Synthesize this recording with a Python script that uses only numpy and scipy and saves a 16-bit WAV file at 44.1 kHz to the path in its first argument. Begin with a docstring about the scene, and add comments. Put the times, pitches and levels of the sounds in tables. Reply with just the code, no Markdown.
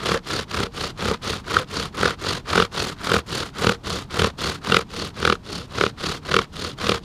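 """A bow drill, worked on the forest floor close to the microphone.
The spindle spins up and stops with every stroke, grinding charred wood in the hearth board and
swelling once a turn. On the hard strokes it catches and slips, knocking the board and at first
groaning; on the easy ones it squeaks, and the bow cord hums faintly as it slackens.
Behind it lie quiet woodland air and a faint, dull scatter from trunks and leaves."""
import sys
import numpy as np
from scipy import signal
from scipy.fft import rfft, irfft
from scipy.io import wavfile

SR = 44100
rng = np.random.default_rng(int(sys.argv[2]) if len(sys.argv) > 2 else 0)


def generate_wav(sig):
    """Save sig (samples, or channels by samples) to the path in sys.argv[1] as 16-bit PCM at SR."""
    pcm = np.round(np.clip(np.atleast_2d(sig).T, -1, 1) * 32767).astype(np.int16)
    wavfile.write(sys.argv[1], SR, pcm)


N = 310464

# bow strokes, hard and easy in turn; at the "pass" the tip's high spot comes round near top speed:
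# start t/s, pass t/s, end t/s, top spin/(turns/s), pressure/dB
STROKES = [(-0.044, 0.118, 0.207, 38.3, -28.5), (0.218, 0.365, 0.459, 35, -29),
           (0.463, 0.6038, 0.695, 35, -30), (0.701, 0.842, 0.935, 34, -31), (0.951, 1.0844, 1.183, 35, -30),
           (1.212, 1.305, 1.432, 36, -30.5), (1.425, 1.5676, 1.656, 37, -29),
           (1.662, 1.8, 1.908, 35.4, -30), (1.917, 2.0566, 2.162, 41, -28.3),
           (2.168, 2.31, 2.421, 48.4, -28.5), (2.439, 2.5781, 2.686, 45.6, -27),
           (2.71, 2.824, 2.965, 43, -29.5), (2.92, 3.1414, 3.224, 43.1, -27.7),
           (3.256, 3.379, 3.518, 38.7, -30.3), (3.521, 3.6694, 3.777, 41.2, -29.5),
           (3.83, 3.931, 4.071, 36.1, -30.5), (4.078, 4.2195, 4.325, 40.7, -29),
           (4.369, 4.47, 4.601, 39.7, -29), (4.604, 4.7444, 4.847, 44.1, -29),
           (4.847, 5.022, 5.123, 38.3, -33.5), (5.124, 5.2756, 5.385, 42.3, -32),
           (5.419, 5.558, 5.681, 36, -36), (5.63, 5.8377, 5.923, 38, -33.5), (5.957, 6.094, 6.209, 38, -31),
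           (6.203, 6.3655, 6.467, 42.2, -31.5), (6.501, 6.648, 6.756, 38.4, -34),
           (6.763, 6.8936, 7.013, 39.7, -30), (6.996, 7.143, 7.271, 40, -45.5)]


def friction(slips, easy_smoothing=0.27):
    """The tip grinds in its socket: the faster, the louder, pressing harder once a turn."""
    # spectra of the rumbling board and the grinding, hissing tip: f/Hz, level/dB
    rumble_spectrum = [(24, -43), (40, -29), (75, 3), (119, -4.5), (140, -2), (190, -2.5), (294, -6.5),
                       (330, -5), (415, -3), (572, -8.5), (617, -13.5), (658, -18), (758, -20),
                       (850, -14.5), (1100, -58), (1870, -120)]
    grind_spectrum = [(410, -22), (700, -3), (851, -10), (989, -1), (1250, 1.5), (1620, -4), (1990, -7),
                      (2400, -8), (3120, -24), (5280, -120)]
    hiss_spectrum = [(1180, -39), (2000, -3), (2290, -13.5), (2630, 0), (3370, 2.5), (4480, 1),
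                     (5360, -4.5), (6870, -11.5), (8150, -20), (9030, -13), (10000, -24.5), (11300, -21),
                     (14200, -44), (15500, -46)]
    # spectra of snapping char and of the glazed tip's hoarse squeak: f/Hz, level/dB
    crumb_spectrum = [(3000, -30), (7000, 7.5), (8200, 0.5), (9200, 2), (12000, -6.5), (15000, -12)]
    squeak_spectrum = [(3900, -6), (4500, 4.5), (5050, -12), (6700, -10.5), (7800, -32), (9200, -15.5),
                       (10200, -34)]
    # how strongly the char crumbles: t/s, level/dB
    crumbling = [(0, 1.5), (2.2, 0), (3.1, 4), (4.4, 3.5), (5.1, 0), (6, -0.5), (7, 1)]
    speed, swell, easy, (rumble_gain, grind_gain, hiss_gain) = bowing()
    uneven = drift(250) * (1 - easy_smoothing * easy)
    coarse, fine = grains(5000, spread_db=2.6), grains(20000, spread_db=2.4)
    rumble = coloured(rng.standard_normal(N), rumble_spectrum) * from_db(0.57 + 2 * swell)
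    rumble *= speed ** 1.78
    grind = coloured(coarse, grind_spectrum) * from_db(2.35 + 2.55 * swell + 2 * uneven) * speed ** 1.365
    hiss = coloured(fine, hiss_spectrum) * from_db(-0.37 + 0.91 * swell + 3.36 * uneven) * speed ** 1.54
    # crumbs snap most often where the tip presses hardest
    snaps = grains(1200 * from_db(8 * swell), spread_db=4.2)
    crumbs = from_db(-14.5) * coloured(snaps, crumb_spectrum) * speed ** 1.52
    crumbs *= from_db(np.interp(np.arange(N) / SR, *np.transpose(crumbling)))
    squeak = coloured(rng.standard_normal(N), squeak_spectrum) * from_db(-6 + 9.5 * swell)
    squeak *= easy * speed ** 6  # only near the top speed of easy strokes
    rubbing = grind_gain * grind + hiss_gain * (hiss + crumbs + squeak)
    return rumble_gain * rumble + tip_contact(slips) * rubbing


def bowing():
    """The bow drives the spindle: speed (0-1), swell (-1 to 1), easy stroke (0/1), three rubbing gains."""
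    speed, swell, easy, gains = np.zeros(N), np.zeros(N), np.zeros(N), np.zeros((3, N))
    for k, (*motion, pressure_db) in enumerate(STROKES):
        span, stroke_speed, turns = stroke(*motion)
        # a stroke takes over once it outruns the end of the one before
        faster = stroke_speed > speed[span]
        active = span[faster]
        speed[active], easy[active] = stroke_speed[faster], k % 2
        # the high spot passes quickly: narrow crests, broad troughs
        swell[active] = 2 * np.abs(np.cos(np.pi * turns[faster])) ** 3 - 1
        gains[:, active] = from_db(rubbing_db(pressure_db, k % 2))[:, None]
    return speed, swell, easy, gains


def stroke(start_s, pass_s, end_s, turns_per_s, lead_s=0.011):
    """One sweep of the bow, fastest just before the pass: samples, speed (0-1), turns from the pass."""
    span = np.arange(int(start_s * SR), int(end_s * SR))
    skew = np.log(.5) / np.log((pass_s - lead_s - start_s) / (end_s - start_s))
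    speed = np.abs(np.sin(np.pi * np.linspace(0, 1, len(span)) ** skew))
    turns = turns_per_s * np.cumsum(speed ** .35) / SR
    turns -= np.interp(pass_s * SR, span, turns)
    heard = (span >= 0) & (span < N)
    return span[heard], speed[heard], turns[heard]


def rubbing_db(pressure_db, easy, usual_db=-28):
    """Rumble, grinding and hiss each rise with the pressure at their own rate."""
    # friction offsets on hard, then easy strokes: rumble/dB, grinding/dB, hiss/dB
    offsets_db = [(2, 0.27, 0), (-0.5, -3, -0.5)]
    db_per_db = np.array([0.62, 1.28, 0.86])
    return usual_db + db_per_db * (pressure_db - usual_db) + np.array(offsets_db[easy])


def grains(per_s, spread_db):
    """Fibres and char break in random clicks of very uneven size."""
    sizes = from_db(spread_db * np.minimum(rng.exponential(1, N), 5))
    return sizes * rng.choice([-1, 1], N) * (rng.random(N) < per_s / SR)


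def slipping(turns_each_side=3, tap_hz=1260, sag_hz_per_s=1700):
    """The high spot catches once a turn. Rows: t/s, thump/dB, thud/dB, ring/dB, crack/dB, ring f/Hz."""
    # the spindle chatters in the middle of each hard stroke:
    # peak t/s, half-width/s, ground thump/dB, board thud/dB, spindle ring/dB, crack/dB, ring f/Hz
    chatters = [(.12, 0.046, -25, -24.5, -26, -42, 1170), (.612, 0.052, -26, -29.5, -30.5, -39, 1230),
                (1.1, 0.048, -26, -30.5, -27.5, -46, 1170), (1.567, .018, -33, -23.5, -9, -23, 1330),
                (2.05, 0.031, -25, -19, -15, -37, 1320), (2.589, 0.045, -21, -17, -14, -24, 1310),
                (3.138, 0.042, -22, -23, -17.5, -27.5, 1250), (3.68, 0.038, -19.5, -17, -17.5, -20, 1310),
                (4.226, .04, -19, -19.5, -21, -24, 1240), (4.745, 0.04, -22, -15.5, -14, -16.5, 1280),
                (5.284, .055, -24.5, -20.5, -14.5, -19.5, 1286), (5.827, 0.041, -22, -19, -15.5, -22, 1260),
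                (6.36, .042, -23.5, -18, -14.5, -18, 1240), (6.904, 0.039, -21, -18, -22, -19.5, 1170)]
    # a light tap at top speed, relative to the grinding: thump/dB, thud/dB, ring/dB, crack/dB
    tap_db = (-3.5, -2.5, -1.5, -26)
    slips = []
    for k, (*motion, pressure_db) in enumerate(STROKES[:-1]):
        span, speed, turns = stroke(*motion)
        peak_s, width_s, *peak_db, ring_hz = chatters[k // 2]
        grind_db = rubbing_db(pressure_db, k % 2)[1]
        for turn in range(-turns_each_side, turns_each_side + 1):
            at_s, pace = np.interp(turn, turns, span / SR), np.interp(turn, turns, speed)
            tap = from_db(grind_db + np.array(tap_db) + 2 * rng.standard_normal(4)) * pace ** 1.92
            chatter = np.exp(-abs((at_s - peak_s) / width_s) ** 3.4)  # flat top, quick end
            knock = from_db(peak_db + 0.7 * rng.standard_normal(4)) * chatter
            hz = ring_hz - sag_hz_per_s * (at_s - peak_s) if knock.sum() > tap.sum() else tap_hz
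            levels_db = 20 * np.log10(np.maximum(tap, knock) + 1e-9)
            slips.append((at_s, *levels_db, hz))
    return slips


def tip_contact(slips, dip_db=6, after_s=0.0105, width_s=0.0021):
    """After a slip the tip bounces and rubs less for a moment."""
    dips, t = np.zeros(N), np.arange(SR // 30) / SR
    bounce = np.exp(-((t - after_s) / width_s) ** 2)
    for at_s, _, thud_db, *_ in slips:
        add(dips, at_s, min(1, from_db(thud_db + 32)) * bounce)
    return from_db(-dip_db * dips)


def knocks(slips, scuff_s=0.0018, ring_t60_s=0.0087, return_s=0.0026, return_gain=0.64):
    """Each slip, a snap inside a short scuff, rings ground, board and spindle."""
    # modes of the board bouncing on the soil, and of the board itself: f/Hz, level/dB, t60/s
    ground_modes = [(79.4, -7, 0.068), (110, -6.5, 0.083), (187.7, -1.5, 0.052)]
    board_modes = [(396, 0.5, 0.02), (467.5, -4.5, 0.12)]
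    # higher modes of the spindle: f/Hz, level/dB, t60/s
    spindle_modes = [(2220, -6, 0.0064), (2780, -5, 0.0036), (3460, -15.5, 0.024), (4370, -43, 0.022)]
    out = np.zeros(N)
    t = (np.arange(SR // 8) - SR // 200) / SR
    for at_s, thump_db, thud_db, ring_db, crack_db, ring_hz in slips:
        scuff = .055 * rng.standard_normal(len(t)) * np.exp(-np.abs(t) / scuff_s)
        push = bending_wave((t == 0) + scuff)
        # the wave runs up the spindle and comes back
        returned = return_gain * np.roll(push, int(return_s * SR * jitter(0.36)))
        # two close modes beat: the ring builds up briefly and stops short
        ring = mode(mode(push, ring_hz - 120, ring_t60_s), ring_hz + 120, ring_t60_s)
        knock = from_db(ring_db + 0.44) * ring
        knock += from_db(thump_db) * body(push, ground_modes)
        knock += from_db(thud_db) * body(push, board_modes)
        knock += from_db(crack_db) * body(push + returned, spindle_modes)
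        add(out, at_s + t[0], knock)
    return board_radiation(out)


def bending_wave(push, soft_hz=5600, delay_at_1khz_s=0.00025):
    """A soft contact sends a bending wave along the wood; the treble arrives first."""
    hz = np.fft.rfftfreq(len(push), 1 / SR)
    travel = np.exp(-4j * np.pi * delay_at_1khz_s * np.sqrt(1000 * hz))
    dispersed = irfft(rfft(push) * travel, len(push))
    return signal.sosfilt(signal.butter(3, soft_hz, fs=SR, output="sos"), dispersed)


def body(push, modes):
    """The modes of one body, a little different in strength and pitch at every blow."""
    return sum(from_db(db) * jitter(3) * mode(push, hz * jitter(0.23), t60_s) for hz, db, t60_s in modes)


def mode(push, hz, t60_s):
    """One mode answering a push, scaled to the energy of 10 ms at rms 1."""
    radius, angle = from_db(-60 / (t60_s * SR)), 2 * np.pi * hz / SR
    out = signal.lfilter([1, 0, -1], [1, -2 * radius * np.cos(angle), radius ** 2], push)
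    return out / np.sqrt(np.sum(out ** 2) / (SR / 100))


def board_radiation(x, low_hz=54.7, hollow_hz=650, hollow_depth=0.57):
    """The small board sheds the lowest bass, and cancels the spindle between their resonances."""
    notched = signal.lfilter(*signal.iirnotch(hollow_hz, Q=3.1, fs=SR), x)
    hollow = x + hollow_depth * (notched - x)
    return signal.sosfilt(signal.butter(2, low_hz, "high", fs=SR, output="sos"), hollow)


def groans(rise=0.114, waver=0.081, buzz=0.32):
    """Stick and slip lock to the board's resonance: a rough tone, rising as the spindle slows."""
    # slips running together into a groan: t/s, length/s, f/Hz, level/dB
    groan_events = [(.141, 0.04, 469, -21.5), (0.627, 0.03, 425, -30), (1.105, 0.029, 422, -19.5),
                    (1.592, 0.047, 478, -28.5)]
    out = np.zeros(N)
    for at_s, length_s, pitch_hz, level_db in groan_events:
        progress = np.linspace(0, 1, int(length_s * SR))
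        hz = pitch_hz * (1 + rise * progress + waver * drift(387)[:len(progress)])
        phase = 2 * np.pi * np.cumsum(hz) / SR
        tone = np.sin(phase) + buzz * (np.sin(2 * phase) + np.sin(3 * phase))
        envelope = np.sqrt(np.abs(np.sin(np.pi * progress)))
        add(out, at_s, from_db(level_db) * envelope * tone)
    return out


def cord_hum(pitch_hz=165, level_db=-42, sag=0.267, length_s=0.186, lead_s=0.15):
    """At the end of each easy stroke the cord slackens and hums with a falling pitch."""
    out, progress = np.zeros(N), np.linspace(0, 1, int(length_s * SR))
    for _, _, end_s, *_ in STROKES[1::2]:
        hz = pitch_hz * jitter(0.793) * (1 - sag * progress)
        phase = 2 * np.pi * np.cumsum(hz) / SR
        tone = np.sin(phase) + from_db(-4) * np.sin(2 * phase) + from_db(-9) * np.sin(3 * phase)
        add(out, end_s - lead_s, from_db(level_db) * np.sin(np.pi * progress) * tone)
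    return out


def woodland_scatter(x, level_db=-31, t60_s=0.088, delay_s=0.008, top_hz=1800):
    """Nearby trunks and leaves scatter a faint, dull tail back to the microphone."""
    t = np.arange(SR // 2) / SR
    tail = rng.standard_normal(len(t)) * from_db(-60 * t / t60_s) * (t > delay_s)
    tail = signal.sosfilt(signal.butter(1, top_hz, fs=SR, output="sos"), tail)
    return from_db(level_db) * signal.fftconvolve(x, tail / np.linalg.norm(tail))[:N]


def woodland_air(level_db=-40.5):
    """The still wood all around: a low, steady hush."""
    # spectrum of the air: f/Hz, level/dB
    air_spectrum = [(25, 6), (60, -0.5), (150, 0.5), (300, -9), (500, -19.5), (1000, -18.5), (2000, -32),
                    (4000, -32), (8000, -44.5), (15000, -54)]
    return from_db(level_db) * coloured(rng.standard_normal(N), air_spectrum)


def coloured(x, spectrum):
    """Shape x by a spectrum that falls 40 dB an octave beyond its ends; rms 1."""
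    hz = np.maximum(np.fft.rfftfreq(N, 1 / SR), 1)
    points_hz, level_db = np.transpose(spectrum)
    octaves_outside = np.abs(np.log2(hz / np.clip(hz, points_hz[0], points_hz[-1])))
    gain = from_db(np.interp(np.log(hz), np.log(points_hz), level_db) - 40 * octaves_outside)
    return rms_one(irfft(rfft(x) * gain, N))


def drift(per_s):
    """A random wander with per_s new values a second; rms 1."""
    count = int(N / SR * per_s) + 2
    return rms_one(np.interp(np.arange(N) / SR * per_s, np.arange(count), rng.standard_normal(count)))


def jitter(spread_db):
    """A random factor around 1."""
    return from_db(spread_db * rng.standard_normal())


def from_db(db):
    return 10 ** (np.asarray(db) / 20)


def rms_one(x):
    return x / np.sqrt(np.mean(x ** 2) + 1e-20)


def add(track, at_s, sound):
    at = int(np.clip(round(at_s * SR), 0, N))
    track[at:at + len(sound)] += sound[:N - at]


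def scene():
    """The drill close up, the quiet wood behind; mono."""
    slips = slipping()
    drill = friction(slips) + knocks(slips) + groans() + cord_hum()
    return (drill + woodland_scatter(drill) + woodland_air())[None]


def record(dry):
    """The microphone sheds the deepest bass, the highest peaks are rounded and the top is cut."""
    low_hz, top_hz, ceiling = 35, 15400, 0.97
    lean = signal.sosfilt(signal.butter(2, low_hz, "high", fs=SR, output="sos"), dry)
    rounded = ceiling * np.tanh(lean / ceiling)
    return signal.sosfilt(signal.ellip(10, .3, 80, top_hz, fs=SR, output="sos"), rounded)


dry = scene()
out = record(dry)
generate_wav(out)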